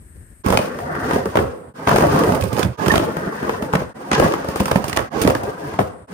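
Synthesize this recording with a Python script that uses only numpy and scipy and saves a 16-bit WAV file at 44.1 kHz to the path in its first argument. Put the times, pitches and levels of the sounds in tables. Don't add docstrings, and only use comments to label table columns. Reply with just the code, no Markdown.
import sys
import numpy as np
from scipy import signal
from scipy.fft import rfft, irfft, next_fast_len
from scipy.io import wavfile
from scipy.ndimage import uniform_filter1d, minimum_filter1d

SR = 44100
rng = np.random.default_rng(int(sys.argv[2]) if len(sys.argv) > 2 else 0)


def store_wav(level_fs):
    pcm = np.round(np.clip(np.atleast_2d(level_fs), -1, 1) * 32767)
    wavfile.write(sys.argv[1], SR, pcm.T.astype(np.int16))


N = 270333

# riding, one list a pass [t/s, level/dB, brightness/dB, left over right/dB]; close by, it is on the right
PASSES = [
    [(.45, -33, 11.5, -6.5), (.53, -23.5, 3.5, -3.5), (.62, -28.5, 7, 1), (.7, -31, 3.5, 1.5),
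     (.92, -29.5, 1.5, 1), (1.144, -20, 3, 0.5), (1.24, -33.5, 5.5, -1), (1.27, -25, -2, 0),
     (1.34, -36.5, 7.5, 1), (1.52, -40, 7, -1), (1.7, -42, -13.5, -4.5)],
    [(1.76, -39, 7, -0.5), (1.862, -30, 4, -2.5), (1.878, -20.5, 8, -0.5), (2.05, -17.5, 1, 1),
     (2.2, -15.5, 2, 0), (2.32, -19.5, 0.5, -3.5), (2.48, -30, 0.5, -7), (2.63, -26.5, 8, -7.5),
     (2.68, -37, 4.5, -5), (2.72, -50, 13.5, -2)],
    [(2.79, -25, 6.5, -7.5), (2.87, -23, 4.5, -7.5), (2.99, -19, 4.5, 0), (3.11, -26.5, 2, 1.5),
     (3.31, -28, 2, 0.5), (3.54, -28, 6.5, 2.5), (3.61, -28.5, 0.5, 0), (3.71, -33, 3, 0.5),
     (3.8, -28, 6, -1.5), (3.89, -44.5, 7, 0)],
    [(3.97, -38.5, 5.5, -1), (4.108, -31, 3, -1), (4.13, -31.5, 18.5, -2), (4.18, -22, 8, -0.5),
     (4.24, -17.5, 5, 0.5), (4.4, -31, 6, 0.5), (4.59, -30.5, 6.5, 0.5), (4.76, -34, 8.5, -5),
     (4.9, -32.5, 4, -5), (4.99, -36, 11, -6.5), (5.06, -36.5, 8.5, 3)],
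    [(5.13, -26.5, 7.5, -8.5), (5.25, -20.5, 2.5, -4), (5.39, -39.5, 10.5, 1.5), (5.486, -25.5, 1.5, 0.5),
     (5.55, -35.5, 4.5, 1), (5.67, -27.5, 3, 0.5), (5.775, -36.5, 7.5, 1.5), (5.84, -34, 3, 0),
     (5.92, -48, 10, 1), (6.03, -47, -12.5, -3)],
    [(6.09, -43, 7.5, -3), (6.13, -29.5, 2, -1)],
]
# [t/s, extra rumble level/dB]
SLAB_WEIGHT = [(.45, -1), (1.3, -2), (1.6, 0), (2.0, -4.5), (2.9, 2), (3.2, -13), (3.8, -2), (4.0, -13),
               (4.2, -14), (4.45, -8), (5.0, -1), (5.3, -2), (5.7, 2), (6.1, 5)]
# [f/Hz, level/dB, t60/s]
DECK = [(149, 1, 0.058), (196, 3, 0.043), (235, 0.5, 0.075), (276, 3, 0.035), (371, 1.5, 0.044),
        (392.6, 2, 0.05), (427.6, 1, 0.048), (520, 2, 0.045), (545.6, 1.5, 0.042), (648.5, 3.5, 0.039),
        (662, 4.5, 0.032)]
# [f/Hz, level/dB, t60/s]
THUMP = [(58, -45, 0.013), (69.8, -10.5, 0.26), (100, -1.5, 0.07), (129.2, -2.5, 0.11)]
# [f/Hz, level/dB, t60/s]
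TRUCKS = [(815, -6, 0.043), (888, 0.5, 0.041), (1012, 7.5, 0.016), (1086, 3, 0.034), (1258, -1.5, 0.031),
          (1292, -1, 0.034), (1464, -5.5, 0.013), (1677, -4.5, 0.033), (1763, -6.5, 0.018),
          (2200, 5, 0.0056), (3130, -6.5, 0.013)]
GRIT_PER_S, GRIT_SPREAD_DB = 2800, 3
FINE_PER_S, FINE_SPREAD_DB = 6000, 0.82
RUMBLE_DB, TRUCKS_DB = -12, -10.5
RUMBLE_SWELLS, MEAN_DB = 0.22, -27
RUMBLE_NEARS, RUMBLE_BRIGHTENS = 1, -1.12
SHAKE_RUMBLE_DB = 13
RUB_TOP_HZ = 1893


def grind():
    level_db, bright_db, pan_db = riding_curves()
    _, peak_db, _, thump_db, blow_db, _ = np.transpose(CLACKS)
    rumble_db = level_db + RUMBLE_DB + in_time(SLAB_WEIGHT)[0]
    rumble_db += RUMBLE_SWELLS * (level_db - MEAN_DB)
    rumble_db += RUMBLE_BRIGHTENS * bright_db - RUMBLE_NEARS * pan_db
    grains = grit(GRIT_PER_S, GRIT_SPREAD_DB)
    fine = grit(FINE_PER_S, FINE_SPREAD_DB)
    soft = signal.sosfilt(signal.butter(8, RUB_TOP_HZ, fs=SR, output="sos"), grains)

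    deck_gain = both(level_db, shaking(peak_db))
    rumble_gain = both(rumble_db, shaking(peak_db + thump_db + SHAKE_RUMBLE_DB))
    trucks_gain = both(level_db + TRUCKS_DB + bright_db, shaking(peak_db + blow_db))
    mix = deck_gain * body(grains, DECK, damping=0.68)
    mix += rumble_gain * body(grains, THUMP, damping=0.94)
    mix += trucks_gain * body(soft, TRUCKS, damping=0.49)
    mix += roar(soft) + rasp(grains, fine)
    return to_ports(from_db(0.1 * drift(22.0)) * mix, pan_db)


# [t/s, relative level/dB]
ROAR = [(.45, -61), (.62, -41), (.85, -40.5), (.95, -33.5), (1.1, -30.5), (1.2, -42), (1.37, -48),
        (1.56, -69), (1.84, -64), (1.9, -42), (2.14, -30), (2.32, -44), (2.66, -63), (2.89, -45),
        (2.98, -42.5), (3.39, -35), (3.68, -47), (3.85, -51), (4.1, -55), (4.15, -35), (4.2, -60),
        (4.4, -40), (4.83, -45), (5.12, -43), (5.3, -43), (5.76, -51), (5.89, -67), (6.13, -64)]
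ROAR_HZ, ROAR_T60_S, ROAR_DB = 1680, 0.0031, 2


def roar(soft):
    return from_db(ROAR_DB + in_time(ROAR)[0]) * rms_one(ring(soft, ROAR_HZ, ROAR_T60_S))


# [f/Hz, relative level/dB]
SCRAPE = [(1000, -73), (1700, -8.5), (2610, -2.5), (3900, -10), (5500, -9.5), (7150, -13.5), (12100, -120)]
# [f/Hz, relative level/dB]
HISS = [(4500, 15.5), (6000, -4.5), (9000, 26), (11200, 10.5), (13000, 18.5), (15500, 20.5), (16200, 24)]
SCRAPE_DB, HISS_DB = -25.5, -26.5
SCRAPE_SWELLS, HISS_SWELLS = 0.11, 0.033
SCRAPE_BRIGHTENS, HISS_BRIGHTENS = 1.47, 0.31
SHAKE_HISS_DB = 11.5


def rasp(grains, fine):
    level_db, bright_db, _ = riding_curves()
    _, peak_db, _, _, _, crack_db = np.transpose(CLACKS)
    swell_db = level_db - MEAN_DB
    scrape_db = level_db + SCRAPE_DB + SCRAPE_SWELLS * swell_db + SCRAPE_BRIGHTENS * bright_db
    hiss_db = level_db + HISS_DB + HISS_SWELLS * swell_db + HISS_BRIGHTENS * bright_db
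    stirred_db = shaking(peak_db + crack_db + SHAKE_HISS_DB)
    scrape_gain = both(scrape_db, stirred_db) * from_db(0.21 * drift(44))
    hiss_gain = both(hiss_db, stirred_db) * from_db(1.6 * drift(54))
    return scrape_gain * colour(grains + 3.4 * fine, SCRAPE) + hiss_gain * colour(fine, HISS)


def grit(per_s, spread_db):
    born = rng.random((2, N)) < per_s * from_db(2.5 * drift(25)) / SR
    sizes = from_db(spread_db * np.minimum(rng.exponential(1, (2, N)), 5))
    return born * sizes * rng.choice([-1, 1], (2, N))


WANDER_DB, WANDER_S = 2.5, 0.03


def body(force, modes, damping):
    t, knots = np.arange(N) / SR / WANDER_S, np.arange(1000)
    total = 0
    for k, (hz, db, t60) in enumerate(modes):
        wander = np.interp(t, knots, from_db(WANDER_DB * rng.standard_normal(len(knots))))
        total = total + (-1) ** k * from_db(db) * ring(force * wander, hz, damping * t60)
    return rms_one(total)


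SHAKE_DB, SHAKE_DB_PER_S = -21.5, 219


def shaking(db):
    start = np.full(N, -200.)
    start[np.round(np.array(CLACKS)[:, 0] * SR).astype(int)] = db + SHAKE_DB
    slope = SHAKE_DB_PER_S * np.arange(N) / SR
    return np.maximum.accumulate(start + slope) - slope


# [t/s, drive level/dB, pitch f/Hz, then re the drive: thump level/dB,
# trucks level/dB, crack level/dB]
CLACKS = [(0.443, -17, 380, -8, -25, -28), (0.46, -4, 240, -21, -12.5, -26.5),
          (0.483, -8, 530, -16, -17, -22), (0.502, -4, 236, -6, -11.5, -22.5),
          (0.523, -3, 540, -16, -8, -22), (0.532, -6.5, 565, -16, -13.5, -28),
          (0.54, -7, 490, -15, -14, -24.5), (0.549, -8, 620, -7, -30, -42),
          (0.572, -1, 595, -22, -10.5, -22), (0.59, -5, 593, -15, -18, -40),
          (0.786, -23.5, 406, -31, -4, -20), (0.95, -23, 1650, -24, -5, -26),
          (1.108, -13.5, 510, -27, -6, -44), (1.132, -14, 242, -4, -12, -21),
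          (1.158, -5.5, 486, -7.5, -17, -31), (1.255, -9.5, 448, -7, -14.5, -27.5),
          (1.354, -3, 665, -13, -10.5, -29.5), (1.37, 7, 478, -7.5, -11, -32.5),
          (1.387, -2.5, 530, -14, -10, -32), (1.871, -4, 330, -26, -8.5, -30),
          (1.882, -11.5, 710, -26, -15, -30), (1.89, -10.5, 231, -20, 0.5, -18),
          (1.912, -6, 1310, -24, -11, -26), (1.927, -9, 600, -24, -11, -30),
          (1.9595, 1.5, 810, -16, -12, -22.5), (1.982, -3.5, 520, -27, -9, -21),
          (2.006, -11, 497, -22, -4, -19.5), (2.021, -7, 910, -22, -13, -25),
          (2.038, -13, 590, -22, -10, -25), (2.067, -8.5, 350, -2, -29, -26),
          (2.16, -13.5, 890, -23, -8, -27), (2.189, -8, 336, -21, -17, -22),
          (2.234, -15, 477, -20, -2.5, -16), (2.289, -6.5, 504, -17, -20, -46),
          (2.32, -6.5, 223, -24, -13, -28.5), (2.347, -11.5, 293, -5, -16, -22),
          (2.409, -16.5, 180, 8.5, -17, -14), (2.437, -9.5, 187, -1.5, -32, -21),
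          (2.528, -12, 286, 2.5, -29, -21), (2.574, -14, 500, -20, -15, -24),
          (2.582, -14.5, 940, -20, -13, -19), (2.591, -11.5, 430, -24, -12, -17),
          (2.631, -11, 263, 0.5, -17, -22.5), (2.648, -4.5, 195, -6, -34, -34),
          (2.8603, -10, 1140, -20, -18, -28), (2.865, -6.5, 236, -4, -13.5, -31),
          (2.88, -2, 430, -17, -13, -22.5), (2.896, -19, 1500, -20, -6, -17),
          (2.92, -4, 270, -21, -14, -26), (2.937, 2.5, 530, -26, -14, -32), (2.957, 2.5, 272, -8, -30, -32),
          (2.978, 0, 660, -20, -14, -24.5), (2.996, -2, 400, -20, -13, -36),
          (3.166, -13, 183, -27, -10, -25.5), (3.427, -11, 259, -11, -14.5, -31),
          (3.492, -8.5, 550, -25, -8.5, -27.5), (3.622, -12.5, 262, -30, -11, -25),
          (3.734, 0.5, 1100, -20, -17.5, -31.5), (3.75, -3, 196, -26, -12.5, -33.5),
          (3.817, -9.5, 446, -7.5, -26, -40), (4.114, -8.5, 310, -29, -5.5, -40),
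          (4.13, -7.5, 247, -26, -9, -44), (4.179, -13, 497, -25, -19, -25),
          (4.197, 4.5, 543, -35, -16, -26.5), (4.2227, -2.5, 610, -29, -14, -35),
          (4.241, -5, 200, -27, -14.5, -29), (4.261, -9, 370, -25, -24, -28),
          (4.336, -12, 388, -18, -5, -24), (4.444, -11.5, 600, -14, -20, -31),
          (4.485, -11.5, 188, -25, -16.5, -23), (4.557, -12, 425, -21, -8.5, -19),
          (4.602, 0, 230, -41, -19, -27.5), (4.655, -12, 197, -23, -6.5, -16),
          (4.679, -22, 684, -15, -0.5, -12), (4.712, -4, 554, -7, -12, -25),
          (4.756, 1, 204, -23, -14.5, -31.5), (4.84, -14, 186, -28, -7.5, -18),
          (4.88, -23.5, 398, -29, -7, -6.5), (4.894, -24, 403, -29, -4, -8),
          (4.93, -15, 235, -23, -16, -20), (4.962, -21.5, 900, -17, -6.5, -6.5),
          (4.971, -7.5, 620, -11, -4, -22), (4.99, -10.5, 520, -5, -6, -25),
          (5.002, -10, 250, -13, -21, -30), (5.215, -6, 477, -7, -23, -16.5),
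          (5.2475, 2, 300, -7, -22, -36), (5.264, -10, 230, -20, -26, -36), (5.279, -2, 300, -18, -25, -38),
          (5.2736, -1.5, 610, -7.5, -17, -24), (5.297, -6.5, 332, -24, -16, -36),
          (5.3031, -4, 600, -22, -15.5, -28), (5.349, -7.5, 318, -6, -10, -26),
          (5.433, -11.5, 440, -20, -23, -26), (5.738, -24, 1060, 1, -10, -29),
          (5.7883, -0.5, 707, -29, -11.5, -36.5), (5.7925, -3.5, 423, -24, -27, -29.5),
          (5.803, -7.5, 223, -7.5, -17, -33), (5.811, -10.5, 334, -12, -19, -42)]
CONTACT_S, CONTACT_SPREAD_S = 0.001536, 0.0035
SOFT_ABOVE = 9.8
DECK_BLOW_DB, TRUCK_BLOW_DB, THUMP_BLOW_DB = -17.5, -2.5, -16.0
CRUNCH_S, CRUNCH_SHORTENS = 0.0068, 0.15
CRUNCH_DB = -29
CRACK_RISE_S = 0.00011
BITE_DB, BITE_FOLLOWS_TRUCKS = 1.5, 0.29
KNOCK_DB, KNOCK_CYCLES = -7, 2.42
KNOCK_SAGS = 0.13


def clacks():
    s, peak_db, pitch_hz, thump_db, trucks_db, crack_db = np.transpose(CLACKS)
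    modes = DECK + TRUCKS + THUMP
    part_db = [DECK_BLOW_DB] * len(DECK)
    part_db += [trucks_db + TRUCK_BLOW_DB] * len(TRUCKS)
    part_db += [thump_db + THUMP_BLOW_DB] * len(THUMP)
    at = np.round((s + CONTACT_S) * SR).astype(int)
    after = np.arange(round(.07 * SR))
    spans = at[:, None] + after
    crunch_s = np.clip(CRUNCH_S * from_db(-CRUNCH_SHORTENS * peak_db), .001, .03)
    fades = np.exp(-after / (crunch_s[:, None] * SR))
    luck = rng.random((len(s), 5, len(modes)))
    white = rng.standard_normal((2, N))

    out = np.zeros((2, N))
    for k, (hz, db, t60) in enumerate(modes):
        near_db = 10 * np.exp(-(np.log(hz / pitch_hz) / 0.13) ** 2)
        level = from_db(peak_db + part_db[k] + db + near_db)
        start = at + (luck[:, 4, k] * CONTACT_SPREAD_S * SR).astype(int)
        uneven = from_db(-6 * luck[:, :2, k].T)
        sign = np.sign(luck[:, 2:4, k].T - .5)
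        force = np.zeros((2, N))
        force[:, start] = level * uneven * sign
        crunch = lay(spans, level[:, None] * fades)
        force = force + from_db(CRUNCH_DB) * crunch * white
        soft = np.exp(-2 * np.pi * SOFT_ABOVE * hz / SR)
        out += ring(signal.lfilter([1 - soft], [1, -soft], force), hz, 0.43 * t60)

    rise = 1 - np.exp(-after / (CRACK_RISE_S * SR))
    bite_db = peak_db + crack_db + BITE_DB + BITE_FOLLOWS_TRUCKS * (trucks_db - crack_db)
    bite = lay(spans, from_db(bite_db)[:, None] * fades ** 2.27 * rise)
    spark_fade = fades ** 2.0 + 0.34 * fades
    spark = lay(spans, from_db(peak_db + crack_db - 3)[:, None] * spark_fade * rise)
    turns = pitch_hz[:, None] * after / SR
    sagging_turns = turns * (1 - KNOCK_SAGS * np.tanh(turns / KNOCK_CYCLES))
    knock_fade = from_db(peak_db + KNOCK_DB)[:, None] * np.exp(-turns / KNOCK_CYCLES)
    knock = lay(spans, knock_fade * np.sin(2 * np.pi * sagging_turns))
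    out += knock + spark * colour(white, HISS) + bite * colour(white, SCRAPE)
    return to_ports(out, riding_curves()[-1])


# [t/s, burst level/dB, length/s, ringing f/Hz]
SNAPS = [(0.573, -3, 0.0018, 2500), (1.11, -23, 0.0016, 1600), (1.353, -32, 0.0016, 1470),
         (1.885, -18, 0.002, 1400), (1.965, -21, 0.0018, 2470), (1.968, -16, 0.0018, 1460),
         (2.352, -26, 0.002, 2350), (2.4233, -22, 0.0016, 2480), (2.5666, -24, 0.002, 2440),
         (2.6298, -14.5, 0.0019, 3460), (2.861, -21, 0.0026, 1900), (2.917, -16.5, 0.002, 1660),
         (2.956, -15, 0.0029, 1390), (2.9796, -4, 0.00099, 3200), (3.729, -27, 0.0023, 1400),
         (3.754, -16.5, 0.0022, 1810), (4.115, -13.5, 0.0021, 1470), (4.1305, -15.5, 0.003, 1960),
         (4.146, -22, 0.0027, 1700), (4.15, -20, 0.003, 1610), (4.322, -22, 0.0018, 1680),
         (4.599, -20.5, 0.0021, 1620), (4.717, -15, 0.0012, 1530), (4.929, -17, 0.0017, 1950),
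         (4.972, -6.5, 0.0015, 2020), (5.22, -14, 0.0013, 1860), (5.236, -21, 0.002, 1300),
         (5.2745, -13, 0.0013, 2000) , (5.3, -20, 0.002, 1140), (5.3512, -22.5, 0.0016, 1640)]
# [f/Hz, relative level/dB]
SNAP = [(900, -47), (1500, 9.5), (2800, 7), (4500, -1.5), (7000, -4), (9000, -4.5), (12000, -14.5),
        (16000, -53)]
SNAP_RISE_S = 0.00041
SNAP_RING_DB, SNAP_RING_LASTS = -4, 2.2


def snaps():
    s, peak_db, length_s, pitch_hz = np.transpose(SNAPS)[..., None]
    after = np.arange(round(.03 * SR)) / SR
    at = np.round(s * SR).astype(int) + np.arange(len(after))
    rise = from_db(peak_db) * (1 - np.exp(-after / SNAP_RISE_S))
    length_s = np.clip(length_s, .0005, .008)
    burst = lay(at, rise * np.exp(-after / length_s))
    ring_fade = np.exp(-after / (SNAP_RING_LASTS * length_s))
    ringing = lay(at, rise * ring_fade * np.sin(2 * np.pi * pitch_hz * after))
    out = burst * colour(rng.standard_normal((2, N)), SNAP) + from_db(SNAP_RING_DB) * ringing
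    return to_ports(out, riding_curves()[-1])


SQUEAL_S, SQUEAL_HZ, SQUEAL_DB = 2.909, 1800, -14
SQUEAL_RISE_S, SQUEAL_FADE_S = .004, 0.0055


def squeal():
    t = np.arange(N) / SR - SQUEAL_S
    swell = np.exp(-.5 * (t / np.where(t < 0, SQUEAL_RISE_S, SQUEAL_FADE_S)) ** 2)
    quarter_apart = np.array([[0], [.25]])
    tone = np.sin(2 * np.pi * (SQUEAL_HZ * t + quarter_apart))
    return to_ports(from_db(SQUEAL_DB + 1.8 * drift(150)) * swell * tone, riding_curves()[-1])


# [f/Hz, width/Hz, lift level/dB]
ROOF_RINGS = [(510, 64, 12.5), (1330, 170, 4.5)]
ROOF_S, ROOF_DB = .0152, -12
SHELTER_T60_S, SHELTER_DULL_HZ, SHELTER_DB = 0.57, 4770, -25.5


def shelter(x):
    size = next_fast_len(N + SR)
    w = 2 * np.pi * np.arange(size // 2 + 1) / size
    hz_axis = w * SR / (2 * np.pi)
    dull = np.exp(-2 * np.pi * SHELTER_DULL_HZ / SR)
    wall = (1 - dull) / (1 - dull * np.exp(-1j * w))
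    hollow = from_db(sum(db / (1 + ((hz_axis - hz) / width_hz) ** 2) for hz, width_hz, db in ROOF_RINGS))
    roof = from_db(ROOF_DB) * np.exp(-1j * w * ROOF_S * SR) * wall
    out = []
    for side, lags in zip(x, rng.uniform(.02, .055, (2, 14)) * SR):
        tail = 0
        for k, lag in enumerate(lags):
            loop = from_db(-60 * lag / SR / SHELTER_T60_S) * wall * np.exp(-1j * w * lag)
            tail = tail + (-1) ** k * loop / (1 - loop)
        response = roof + from_db(SHELTER_DB) * hollow * tail
        out.append(irfft(rfft(side, size) * response, size)[:N])
    return np.array(out)


# [f/Hz, relative level/dB]
PARK = [(150, 13.5), (500, 6), (1400, 1.5), (2500, -15.5), (6500, -30), (8500, -8), (10500, -20.5),
        (15500, -101)]
PARK_DB = -47.5


def park():
    return to_ports(from_db(PARK_DB) * colour(rng.standard_normal((2, N)), PARK), 0.65)


# [t/s, level/dB]
GUSTS = [(0, -46), (.07, -39), (.14, -42), (.18, -46.5), (.43, -44.5)]
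# [f/Hz, relative level/dB]
BREEZE = [(15, -43), (25, -3), (76, 0), (120, -8.5), (400, -24.5), (863, -48), (2000, -64)]


def breeze(white):
    return from_db(in_time(GUSTS)[0] + 4.8 * drift(14.0)) * colour(white, BREEZE)


INSECTS_HZ, INSECTS_T60_S, INSECTS_DB = 8430, 0.005, -60


def insects(white):
    band = ring(ring(white, INSECTS_HZ, INSECTS_T60_S), INSECTS_HZ, INSECTS_T60_S)
    return from_db(INSECTS_DB + 0.82 * drift(44)) * rms_one(band)


# [t/s, level/dB]
DRONE = [(0, -69), (.15, -65), (.25, -63), (.35, -67), (.43, -70)]
DRONE_HZ, DRONE_T60_S = 1740, 0.0069


def drone(white):
    band = ring(ring(white, DRONE_HZ, DRONE_T60_S), DRONE_HZ, DRONE_T60_S)
    return from_db(in_time(DRONE)[0]) * rms_one(band)


# [f/Hz, relative level/dB]
AIR = [(500, -7), (900, -6), (2200, -6), (3400, -19), (6700, -20), (8000, 0), (9300, -2), (11900, -5),
       (14800, -19), (16000, -25)]
AIR_DB = -63


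def calm():
    white = rng.standard_normal((2, N))
    air = from_db(AIR_DB) * colour(white, AIR)
    mix = breeze(white) + air + drone(white) + insects(white)
    return to_ports(mix, 4.4) * (np.arange(N) / SR < JOINS[0][0])


# [t/s, fade-out/s, fade-in/s]
JOINS = [(0.436, 0.019, 0.018), (1.735, 0.044, 0.025), (2.769, 0.049, 0.051), (3.938, 0.036, 0.025),
         (5.099, 0.047, 0.074), (6.07, 0.044, 0.019)]


def joins():
    t, gain = np.arange(N) / SR, np.ones(N)
    for s, out_s, in_s in JOINS:
        gain = gain * np.clip(np.maximum((s - t) / out_s, (t - s) / in_s), 0, 1)
    return gain


WIDE_ABOVE_HZ, WIDE_DB, BASS_WIDE_DB = 548, 1.5, -12.5


def to_ports(pair, pan_db):
    middle, other = pair
    high = signal.sosfilt(signal.butter(2, WIDE_ABOVE_HZ, "high", fs=SR, output="sos"), other)
    bass = signal.sosfilt(signal.butter(2, WIDE_ABOVE_HZ / 2, fs=SR, output="sos"), other)
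    side = from_db(WIDE_DB) * high + from_db(BASS_WIDE_DB) * bass
    lean = from_db(pan_db / 2)
    return np.array([(middle + side) * lean, (middle - side) / lean])


def ring(force, hz, t60):
    r, w = from_db(-60 / (t60 * SR)), 2 * np.pi * hz / SR
    return signal.lfilter([0, np.sin(w)], [1, -2 * r * np.cos(w), r * r], force + 1e-18)


def colour(x, points):
    size = next_fast_len(N)
    hz = np.maximum(np.arange(size // 2 + 1) * SR / size, 1)
    p = np.array(points)
    gain = from_db(np.interp(np.log(hz), np.log(p[:, 0]), p[:, 1], left=-60, right=-60))
    return rms_one(irfft(rfft(x, size) * gain, size)[..., :N])


def drift(rate_hz):
    r = np.exp(-2 * np.pi * rate_hz / SR)
    return rms_one(signal.lfilter([1], [1, -2 * r, r * r], rng.standard_normal(N + SR))[SR:])


def lay(at, shapes):
    return np.bincount(at.ravel(), shapes.ravel(), minlength=N)[:N]


def in_time(rows):
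    s, *columns = np.transpose(rows)
    return [np.interp(np.arange(N) / SR, s, c) for c in columns]


def riding_curves():
    return in_time(np.vstack(PASSES))


def both(a_db, b_db):
    return np.hypot(from_db(a_db), from_db(b_db))


def from_db(db):
    return 10 ** (np.asarray(db) / 20)


def rms_one(x):
    return x / np.sqrt(np.mean(x ** 2) + 1e-20)


def scene():
    riding = np.arange(N) / SR > JOINS[0][0]
    hits = clacks() + snaps() + squeal()
    rolling = grind() * riding
    echoes = shelter(hits + 0.15 * rolling)
    return (rolling + hits + echoes + park() * riding + calm()) * joins()


LIMIT_DB, RELEASE_DB_PER_S = 0, 147


def limiter(x):
    over_db = np.maximum(20 * np.log10(np.abs(x).max(axis=0) + 1e-9) - LIMIT_DB, 0)
    slope = RELEASE_DB_PER_S * np.arange(N) / SR
    held_db = np.maximum.accumulate(over_db + slope) - slope
    ahead_db = -minimum_filter1d(-held_db, size=65)
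    return x * from_db(-.95 * uniform_filter1d(ahead_db, size=33))


MIC_LOW_HZ, CUTOFF_HZ = 68, 16600


def record(dry):
    thin = signal.sosfilt(signal.butter(2, MIC_LOW_HZ, "high", fs=SR, output="sos"), dry)
    held = np.clip(limiter(thin), -.95, .95)
    return signal.sosfilt(signal.cheby2(12, 70, CUTOFF_HZ, fs=SR, output="sos"), held)


dry = scene()
out = record(dry)
store_wav(out)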